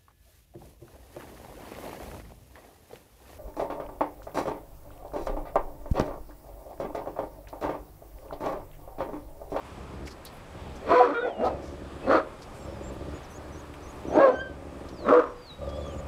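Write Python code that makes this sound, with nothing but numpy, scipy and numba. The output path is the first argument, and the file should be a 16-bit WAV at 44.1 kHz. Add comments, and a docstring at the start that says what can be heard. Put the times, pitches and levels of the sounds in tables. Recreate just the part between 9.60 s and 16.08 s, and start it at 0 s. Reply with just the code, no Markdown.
"""Dogs barking on an open hillside

Two large dogs overlap in hoarse barks: chaotic fold pulses through resonances, rasping breath, partials on top.
A squeal and thin nasal whines are gliding partials; a low growl is slow fold pulses ringing chest, throat, mouth.
Paws scuff dry soil in bursts of grains, small birds chirp on pitch curves, banded noise makes the far air.
A small camera microphone adds faint steady tones, gain control and a cut top."""
import sys
import numpy as np
from scipy import signal
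from scipy.io import wavfile
from scipy.ndimage import uniform_filter1d
from numba import njit

SR = 44100
rng = np.random.default_rng(int(sys.argv[2]) if len(sys.argv) > 2 else 0)


def generate_wav(sig):
    """Save sig (samples, or channels by samples) to the path in sys.argv[1] as 16-bit PCM at SR."""
    pcm = np.round(np.clip(np.atleast_2d(sig).T, -1, 1) * 32767).astype(np.int16)
    wavfile.write(sys.argv[1], SR, pcm)


N = 285627


def amp(db):
    """Decibels to gain."""
    return 10 ** (np.asarray(db) / 20)


def rms_one(x):
    """Scale to rms 1."""
    return x / np.sqrt(np.mean(x ** 2) + 1e-20)


def drift(rate_hz, size):
    """Slow chance with rms 1: white noise through two equal one-pole lowpasses."""
    r = np.exp(-2 * np.pi * rate_hz / SR)
    settle = 8000
    noise = rng.standard_normal(size + settle)
    return rms_one(signal.lfilter([1], [1, -2 * r, r * r], noise)[settle:])


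def unroll(rows):
    """A table as a slice of time, a 6 ms fade at both ends and its columns sample by sample."""
    s, *columns = np.transpose(rows)
    at = np.arange(round(s[0] * SR), min(round(s[-1] * SR), N))
    fade = np.clip(np.minimum(at - at[0], at[-1] - at) / (.006 * SR), 0, 1)
    return slice(at[0], at[-1] + 1), fade, [np.interp(at / SR, s, c) for c in columns]


@njit
def sweep(x, turn, r):
    """Two-pole resonance whose centre (radians a sample) may move; gain about 1 on top."""
    y = np.zeros(len(x))
    for i in range(2, len(x)):
        drive = (1 - r * r) / 2 * (x[i] - x[i - 2])
        y[i] = drive + 2 * r * np.cos(turn[i]) * y[i - 1] - r * r * y[i - 2]
    return y


def resonate(x, hz, width_hz):
    """A resonance applied twice, so that the valleys stay dark; the width is that of one pass."""
    turn = 2 * np.pi * hz / SR * np.ones(len(x))
    r = np.exp(-np.pi * width_hz / SR)
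    return sweep(sweep(x, turn, r), turn, r)


def modes(x, table):
    """Parallel resonances (Hz, width Hz, dB), signs alternating."""
    return sum((-1) ** k * amp(db) * rms_one(resonate(x, hz, width_hz))
               for k, (hz, width_hz, db) in enumerate(table))


def vocal_folds(hz, jitter, breath, spread_db):
    """One pulse a cycle, uneven in time and size, with breath noise released by each opening."""
    phase = np.cumsum(hz * np.exp(jitter * drift(60, len(hz)))) / SR
    pulses = np.diff(np.floor(phase), prepend=0) * amp(spread_db * rng.standard_normal(len(hz)))
    puffs = signal.lfilter([1], [1, -.993], pulses) * rng.standard_normal(len(hz))
    return rms_one(pulses) + breath * rms_one(puffs)


def evened(x, window_s):
    """Divide out the slow level, keep the pulses."""
    return x / np.sqrt(uniform_filter1d(x ** 2, size=round(window_s * SR)) + 1e-12)


def shaped(shape, calls):
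    """One shape of glide and loudness, stretched over each call."""
    return [[(s + share * length, first + glide * (last - first), *np.add(db, shape_db))
             for share, glide, *shape_db in shape]
            for s, length, first, last, *db in calls]


def tones(calls, wobble, flutter_db, overtones_db=()):
    """Partials on a pitch curve that wobbles a little; each partial flutters by itself."""
    out = np.zeros(N)
    for rows in calls:
        at, fade, (hz, *partials) = unroll(rows)
        phase = 2 * np.pi * np.cumsum(hz * np.exp(wobble * drift(70, len(hz)))) / SR
        partials += [partials[-1] + db for db in overtones_db]   # higher partials follow the last given one
        for k, db in enumerate(partials, 1):
            level = amp(db + flutter_db * drift(24, len(hz)))
            out[at] += fade * np.sqrt(2) * level * np.sin(k * phase + rng.uniform(0, 2 * np.pi))
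    return out


def bark_course(s, held_s, fall_db_per_s, db, shift_db, throat_hz, mouth_db, mouth_hz, end_hz, rasp_db):
    """Effort climbs, holds and falls; the mouth opens on the climb, the throat resonance sags while held."""
    range_db, rise_db_per_s = 30, 270
    mouth_shut_db, mouth_shut_ratio = -23, 0.82   # at the start of the climb
    low_throat_shut_db = -5.5   # the low throat resonance fades while the effort is held
    low_db = db - range_db
    sag_hz = 600 * held_s
    soft_db = rasp_db - 3.5   # weaker rasp on the climb and at both ends of the hold
    start = (s - range_db / rise_db_per_s, low_db, 0, throat_hz,
             mouth_db + mouth_shut_db, mouth_hz * mouth_shut_ratio, soft_db)
    full = (s, db, 0, throat_hz, mouth_db, mouth_hz, soft_db)
    # the rasp itself does not follow the level shift
    middle = (s + held_s / 2, db + shift_db, low_throat_shut_db, throat_hz - sag_hz / 2,
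              mouth_db, mouth_hz, rasp_db - shift_db)
    release = (s + held_s, db, low_throat_shut_db, throat_hz - sag_hz, mouth_db, mouth_hz, soft_db)
    end = (s + held_s + range_db / fall_db_per_s, low_db, low_throat_shut_db, throat_hz - sag_hz,
           mouth_db, end_hz, rasp_db)
    return [start, full, middle, release, end]


def hoarse_barks():
    """Chaotic fold pulses ring the throat and the opening mouth; turbulent breath rasps in the upper resonances."""
    # Each row: full effort from in seconds, hold in seconds, fall in dB/s, relative effort level in dB,
    # level shift at mid-hold in dB, throat in Hz, relative mouth level in dB, mouth in Hz while held,
    # mouth in Hz at the end, relative rasp level in dB, narrow-throat level within the rasp in dB.
    barks = [(1.32, .12, 111, -22.5, -7, 520, 10.5, 1140, 1350, -14, -5.5),
             (1.665, 0.014, 234.5, -25.5, -3, 648, -14, 1210, 1230, -22, -13),
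             (1.81, 0.066, 160, -26.5, 2, 640, -13, 1160, 1140, -28, -6),
             (2.515, 0.067, 402, -22, 2, 580, 8, 1242, 1210, -19.5, 1),
             (4.58, .11, 217.5, -17.5, 0.5, 626, -4.5, 1160, 980, -26, -2.5),
             (5.495, 0.11, 201, -23.5, 4, 533, 10.5, 1146, 1040, -35, -8)]
    # Upper throat resonances. Each row: centre in Hz, width in Hz, level in dB.
    rasp_modes = [(1900, 400, 5), (2450, 400, 1), (3300, 600, -5), (5400, 800, -13), (8000, 6000, -20)]
    # Low throat resonance: centre in Hz, width in Hz, level in dB re throat before it fades.
    low_hz, low_width_hz, low_db = (314, 220, -5)
    # Resonance excited more or less by each rasp: centre in Hz, width in Hz.
    narrow_throat = (4300, 700)
    out = np.zeros(N)
    for *bark, narrow_db in barks:
        at, fade, (db, shut_db, throat_hz, mouth_db, mouth_hz, rasp_db) = unroll(bark_course(*bark))
        folds = vocal_folds(np.full(len(db), 230.), jitter=.4, breath=3.5, spread_db=1.5)
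        breath = rng.standard_normal(len(db)) * amp(2.5 * drift(150, len(db)))
        throat = modes(folds, [(low_hz, low_width_hz, low_db + shut_db), (throat_hz, 280, 0)])
        mouth = resonate(folds, mouth_hz, 312)
        rasp = modes(breath, rasp_modes + [(*narrow_throat, narrow_db)])
        voice = amp(-1.5) * evened(throat, 0.012) - amp(mouth_db - 11.5) * evened(mouth, 0.026)
        out[at] += fade * amp(db) * (voice + amp(rasp_db) * evened(rasp, .03))
    return out


def deep_voice():
    """Tonal part of the deeper dog: partials whose pitch climbs to a plateau."""
    # Each row: start in seconds, length in seconds, first Hz, last Hz, relative dB of partials 1, 2, 3.
    calls = [(1.276, 0.098, 273.3, 336.5, -25.5, -26, -27.5), (1.382, 0.054, 358.2, 360, -54, -16.5, -44),
             (1.451, .1, 269, 291, -30, -27, -40.5), (1.765, 0.15, 181.4, 253.2, -34.5, -30.5, -32.5),
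             (2.458, 0.15, 181.7, 323.7, -31.5, -50, -33.5), (4.539, .1, 199.4, 335.4, -21, -23, -28.5),
             (4.66, 0.11, 230, 267, -33.5, -40, -46), (5.459, 0.17, 188, 323.2, -20.5, -21.5, -33.5)]
    # Each row: share of length, share of the glide, dB added to partials 1, 2, 3.
    shape = [(0, 0, -16.5, -28, -25.5), (.2, .6, -8.5, -31, -13), (.4, 0.82, -6.5, 0, -6.5),
             (.7, 1, -1, -3.5, 5.5), (1, .97, -28.5, -20.5, -11.5)]
    # Partials 4 and 5, dB re partial 3.
    overtones_db = [-11, -13]
    return tones(shaped(shape, calls), wobble=0.027, flutter_db=5.0, overtones_db=overtones_db)


def high_voice():
    """Tonal part of the higher dog: partials whose pitch moves between two ends over each call."""
    # Each row: start in seconds, length in seconds, first Hz, last Hz, relative dB of partials 1, 2, 3.
    calls = [(1.335, .16, 501, 480, -17, -21.5, -38.5), (1.54, 0.077, 462, 485, -28.5, -38, -29),
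             (1.61, 0.0895, 495.7, 459.5, -28, -48, -36.5), (2.47, .14, 539.4, 513, -29, -35, -69),
             (4.595, .125, 553, 489.7, -15.5, -19, -32.5), (5.515, 0.098, 489, 488, -15, -31, -57)]
    # Each row: share of length, share of the glide, dB added to partials 1, 2, 3.
    shape = [(0, .25, -7.5, -18, 2), (.25, 0.0081, 1.5, -1, 3.5), (.5, .1, 2, 0, 5),
             (.78, 0.86, 0, -11, -6.5), (1, 0.66, -17, -14, -12)]
    return tones(shaped(shape, calls), wobble=.014, flutter_db=2.5, overtones_db=[-19, -21, -32, -28])


def hillside(x):
    """Dull scattered echo from slope and trees: decaying lowpassed noise as impulse response."""
    t60_s, level_db, cut_hz = .5, -28, 1200
    t = np.arange(SR // 2) / SR
    scatter = rng.standard_normal(len(t)) * amp(-60 * t / t60_s) * (t > .02)
    scatter = signal.sosfilt(signal.butter(2, cut_hz, fs=SR, output="sos"), scatter)
    return amp(level_db) * signal.fftconvolve(x, scatter / np.linalg.norm(scatter))[:N]


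def squeal():
    """Nearly steady tone with two overtones after a bark."""
    # Each row: time in seconds, pitch in Hz, level in dB.
    curve = [(4.7, 1530, -48), (4.76, 1543, -32.5), (4.785, 1534, -37.5), (4.815, 1572, -28.5),
             (4.86, 1567, -42), (4.89, 1553, -44.5), (4.96, 1530, -60)]
    # Partials 2 and 3, dB re partial 1.
    overtones_db = [-14, -27.5]
    return tones([curve], wobble=.006, flutter_db=3, overtones_db=overtones_db)


def whines():
    """Gliding nasal whines, one partial each."""
    # One list per whine. Each row: time in seconds, pitch in Hz, level in dB.
    curves = [
        [(1.54, 3680, -50), (1.6, 3744, -48.5), (1.69, 3390, -52), (1.75, 2860, -56.5), (1.85, 2760, -54),
         (2.0, 2410, -67), (2.12, 2130, -65)],
        [(2.432, 2600, -51), (2.49, 2590, -65)],
        [(2.99, 5600, -66), (3.06, 5320, -69), (3.13, 5400, -67), (3.17, 4930, -67), (3.24, 4700, -68)],
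        [(4.93, 8800, -77), (5.13, 8800, -75), (5.25, 8900, -74), (5.29, 7100, -78), (5.33, 5650, -64),
         (5.4, 4400, -57.5), (5.48, 3630, -58)],
        [(5.63, 5350, -67), (5.69, 5700, -61), (5.74, 5740, -74)],
        [(5.755, 4900, -65), (5.8, 4750, -60), (5.85, 4640, -54), (5.91, 3820, -44), (5.97, 3850, -64),
         (6.04, 3800, -65), (6.1, 3260, -57), (6.22, 3470, -56.5), (6.28, 3310, -55.5), (6.35, 2870, -61)],
    ]
    return tones(curves, wobble=.008, flutter_db=2.2)


def growl():
    """Slow separate fold pulses ring the chest, the throat and the half-shut mouth."""
    # Each row: start in seconds, length in seconds, chest dB at first, chest dB at last,
    # throat dB re chest at first, mouth dB re chest at first.
    bouts = [(0.112, 0.34, -48.5, -38.5, -7, -14), (0.947, 0.36, -44.5, -45, -7.5, -10),
             (1.833, 0.52, -38, -46, -2.5, -1), (2.41, 0.17, -45, -43, -1, -5),
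             (3.02, 0.52, -42.5, -39, -4, -1.5), (3.763, 0.623, -44, -48.5, -2.5, -5),
             (4.47, 0.13, -40.5, -45, 5.5, -19), (4.747, 0.96, -38.5, -49.5, -0.5, -1),
             (6.022, 0.69, -35.5, -42.5, -7, 0.5)]
    # Chest resonances. Each row: centre in Hz, width in Hz, level in dB.
    chest_modes = [(75.2, 54, 2.5), (130, 87, -15.5), (196.3, 74, -3)]
    # Throat resonance: centre in Hz, width in Hz.
    throat_mode = (290.5, 176)
    # Mouth resonances. Each row: centre in Hz, width in Hz, level in dB.
    mouth_modes = [(545, 75, 0), (1190, 80, -15)]
    rise_db_per_s, fall_db_per_s = 346, 204.5
    throat_swell_db, mouth_swell_db = 3, -7.5   # over each bout the throat fills and the mouth closes
    pulses_per_s = 69 * np.exp(.05 * drift(3, N))
    folds = vocal_folds(pulses_per_s, jitter=.05, breath=0.85, spread_db=2.0)
    chest = evened(modes(folds, chest_modes), .15)
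    throat = evened(resonate(folds, *throat_mode), .15)
    mouth = evened(modes(folds, mouth_modes), .15)
    out, t = np.zeros(N), np.arange(N) / SR
    for s, length, first_db, last_db, throat_db, mouth_db in bouts:
        done = np.clip((t - s) / length, 0, 1)
        db = first_db + (last_db - first_db) * done
        db -= rise_db_per_s * np.maximum(s - t, 0)
        db -= fall_db_per_s * np.maximum(t - s - length, 0)
        out += amp(db) * (chest + amp(throat_db + throat_swell_db * done) * throat
                          + amp(mouth_db + mouth_swell_db * done) * mouth)
    return out


def grit(per_s, size):
    """Random grains of uneven size."""
    sizes = amp(3.4 * np.minimum(rng.exponential(1, size), 5)) * rng.choice([-1, 1], size)
    return rms_one(sizes * (rng.random(size) < per_s / SR))


def scuffs():
    """Each paw crushes and drags grit in a burst; longer drags also swell more slowly."""
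    # Paws on dry soil. Each row: start in seconds, relative level in dB, grit centre in Hz, t60 in seconds.
    paws = [(.04, -44, 9100, 0.14), (0.454, -28.5, 4900, 0.13), (0.471, -19, 2160, 0.039),
            (0.504, -29.5, 4440, 0.086), (.65, -18, 10500, 0.015), (0.651, -24.5, 3900, 0.098),
            (.72, -41, 11000, 0.2), (1.153, -34.5, 5400, 0.073), (1.838, -25.5, 3870, 0.15),
            (2.01, -37.5, 5300, 0.35), (2.813, -30.5, 4670, 0.1), (2.929, -40, 7600, 0.26),
            (3.32, -42, 10000, 0.13), (3.7, -40, 10000, 0.11), (4.135, -26.5, 2300, 0.055),
            (4.17, -45, 2500, 0.055), (4.28, -46, 9000, 0.41), (5.285, -29.5, 4200, 0.045),
            (6.088, -33, 4500, .06)]
    out, t = np.zeros(N + SR), np.arange(SR // 2) / SR
    band = signal.butter(2, [1800, 11000], "band", fs=SR, output="sos")
    for s, db, hz, t60_s in paws:
        grains = grit(17000, len(t))
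        t60_s = np.clip(t60_s, .005, 1)
        broad = signal.sosfilt(band, grains)
        peak = resonate(grains, hz, 0.61 * hz)
        shape = np.minimum(t / (.2 * t60_s), 1) * amp(db - 11 - 60 * t / t60_s)
        i = round(s * SR)
        out[i:i + len(t)] += shape * (rms_one(peak) + .3 * rms_one(broad))
    return out[:N]


def birds():
    """Single chirps and flicks, a repeated phrase and a fast trill, each one partial on a pitch curve."""
    # Chirps, quick glides that settle. Each row: start in seconds, length in seconds, first Hz, last Hz,
    # dB before the shape.
    chirps = [(2.99, .07, 7200, 7600, -64), (3.222, 0.081, 6700, 7420, -56),
              (3.53, 0.057, 6400, 6830, -61.5), (6.14, .04, 4220, 5050, -64)]
    # Each row: share of length, share of the glide, dB added.
    chirp_shape = [(0, 0.12, -13), (.3, .9, 1), (1, 1, 2)]
    # Steep flicks, near-straight glides; columns as for chirps.
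    flicks = [(3.625, .035, 7000, 4750, -64), (6.215, 0.032, 3800, 5000, -64),
              (6.258, 0.031, 6900, 5400, -63)]
    # Columns as for the chirp shape.
    flick_shape = [(0, 0, 1), (.6, 0.51, 4), (1, 1, -1)]
    # Phrases of one bird. Each row: start in seconds, length in seconds, reference Hz, dB before the shape.
    phrases = [(3.698, 0.087, 6700, -56.5), (3.92, 0.098, 6580, -57.5), (4.225, 0.1, 6660, -58),
               (4.47, 0.11, 6500, -57), (4.715, 0.096, 6600, -57)]
    # Dip and rise. Each row: share of length, pitch ratio, dB added.
    phrase_shape = [(0, .87, -6), (.14, .94, -2), (.43, .86, -5), (.52, .95, -3), (.86, 1.03, 0),
                    (1, .82, -6)]
    # Each row: time in seconds, centre in Hz, level in dB.
    trill = [(6.14, 7750, -73), (6.2, 7200, -67), (6.24, 6860, -67), (6.32, 6630, -62), (6.36, 7190, -66),
             (6.41, 6700, -64)]
    curves = shaped(chirp_shape, chirps) + shaped(flick_shape, flicks)
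    curves += [[(s + share * length, hz * ratio, db + shape_db) for share, ratio, shape_db in phrase_shape]
               for s, length, hz, db in phrases]
    return tones(curves, wobble=.006, flutter_db=1.5) + tones([trill], wobble=.04, flutter_db=4)


def air():
    """Far noise of the valley, coloured band by band and gently patchy."""
    # Each row: frequency in Hz, relative density in dB per Hz.
    table_hz, table_db = np.transpose([(12, -35), (20, -1), (76, -1), (232, -7.5), (519, -7.5),
                                       (649, -12.5), (906, -8), (1500, -18), (2540, -23), (5690, -34),
                                       (7730, -35.5), (15500, -48.5)])
    level_db, patchy_db = -44, 1.1
    out, together = 0, drift(1.5, N)
    low_edges = 20 * 2 ** np.arange(0, 10, .5)   # half octaves
    high_edges = np.minimum(low_edges * np.sqrt(2), 17000)
    white = rng.standard_normal((2, N))   # neighbouring bands use different noise
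    for k, (low, high) in enumerate(zip(low_edges, high_edges)):
        band = signal.sosfilt(signal.butter(2, [low, high], "band", fs=SR, output="sos"), white[k % 2])
        band_db = np.interp(np.log(low * high) / 2, np.log(table_hz), table_db)
        alone = drift(12, N // 8 + 1).repeat(8)[:N]   # 1.5 Hz after the repeat
        out = out + band * amp(band_db + patchy_db * (together + alone))
    return amp(level_db) * rms_one(out)


def rustle():
    """Dry leaves and soil: sparse grains, bandpassed, drifting in level."""
    band = signal.butter(2, [3000, 12000], "band", fs=SR, output="sos")
    grains = signal.sosfilt(band, grit(1500, N))
    return amp(-71.5 + 2.46 * drift(0.64, N)) * rms_one(grains)


def scene():
    """Dogs with their echo, paws, birds and air."""
    barks = amp(3.5) * (hoarse_barks() + deep_voice() + high_voice())
    dogs = barks + hillside(barks) + squeal() + whines() + growl()
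    return (dogs + scuffs() + birds() + air() + rustle())[None]


def camera_whine():
    """Faint steady sines."""
    # Each row: frequency in Hz, rms level in dB ahead of the gain control.
    lines = [(7852, -79), (7882, -80), (7359, -88)]
    t = np.arange(N) / SR
    return sum(amp(db) * np.sqrt(2) * np.sin(2 * np.pi * hz * t) for hz, db in lines)


def gain_control(x):
    """Gain drops on loud sound and recovers slowly, at a constant rate in dB."""
    knee_db, squeeze, recover_db_per_s = -20, 0.54, 11
    level_db = 10 * np.log10(uniform_filter1d(x[0] ** 2, size=1000) + 1e-12)
    ramp_db = recover_db_per_s * np.arange(N) / SR
    wanted_db = squeeze * np.maximum(level_db - knee_db, 0)
    cut_db = np.maximum.accumulate(wanted_db + ramp_db) - ramp_db
    return x * amp(-signal.lfilter([.002], [1, -.998], cut_db))


def record(dry):
    """Camera microphone: faint whine, gain control, steep lowpass."""
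    x = gain_control(dry + camera_whine())
    cutoff_hz = 15655
    return signal.sosfilt(signal.ellip(12, .5, 70, cutoff_hz, fs=SR, output="sos"), x)


dry = scene()
out = record(dry)
generate_wav(out)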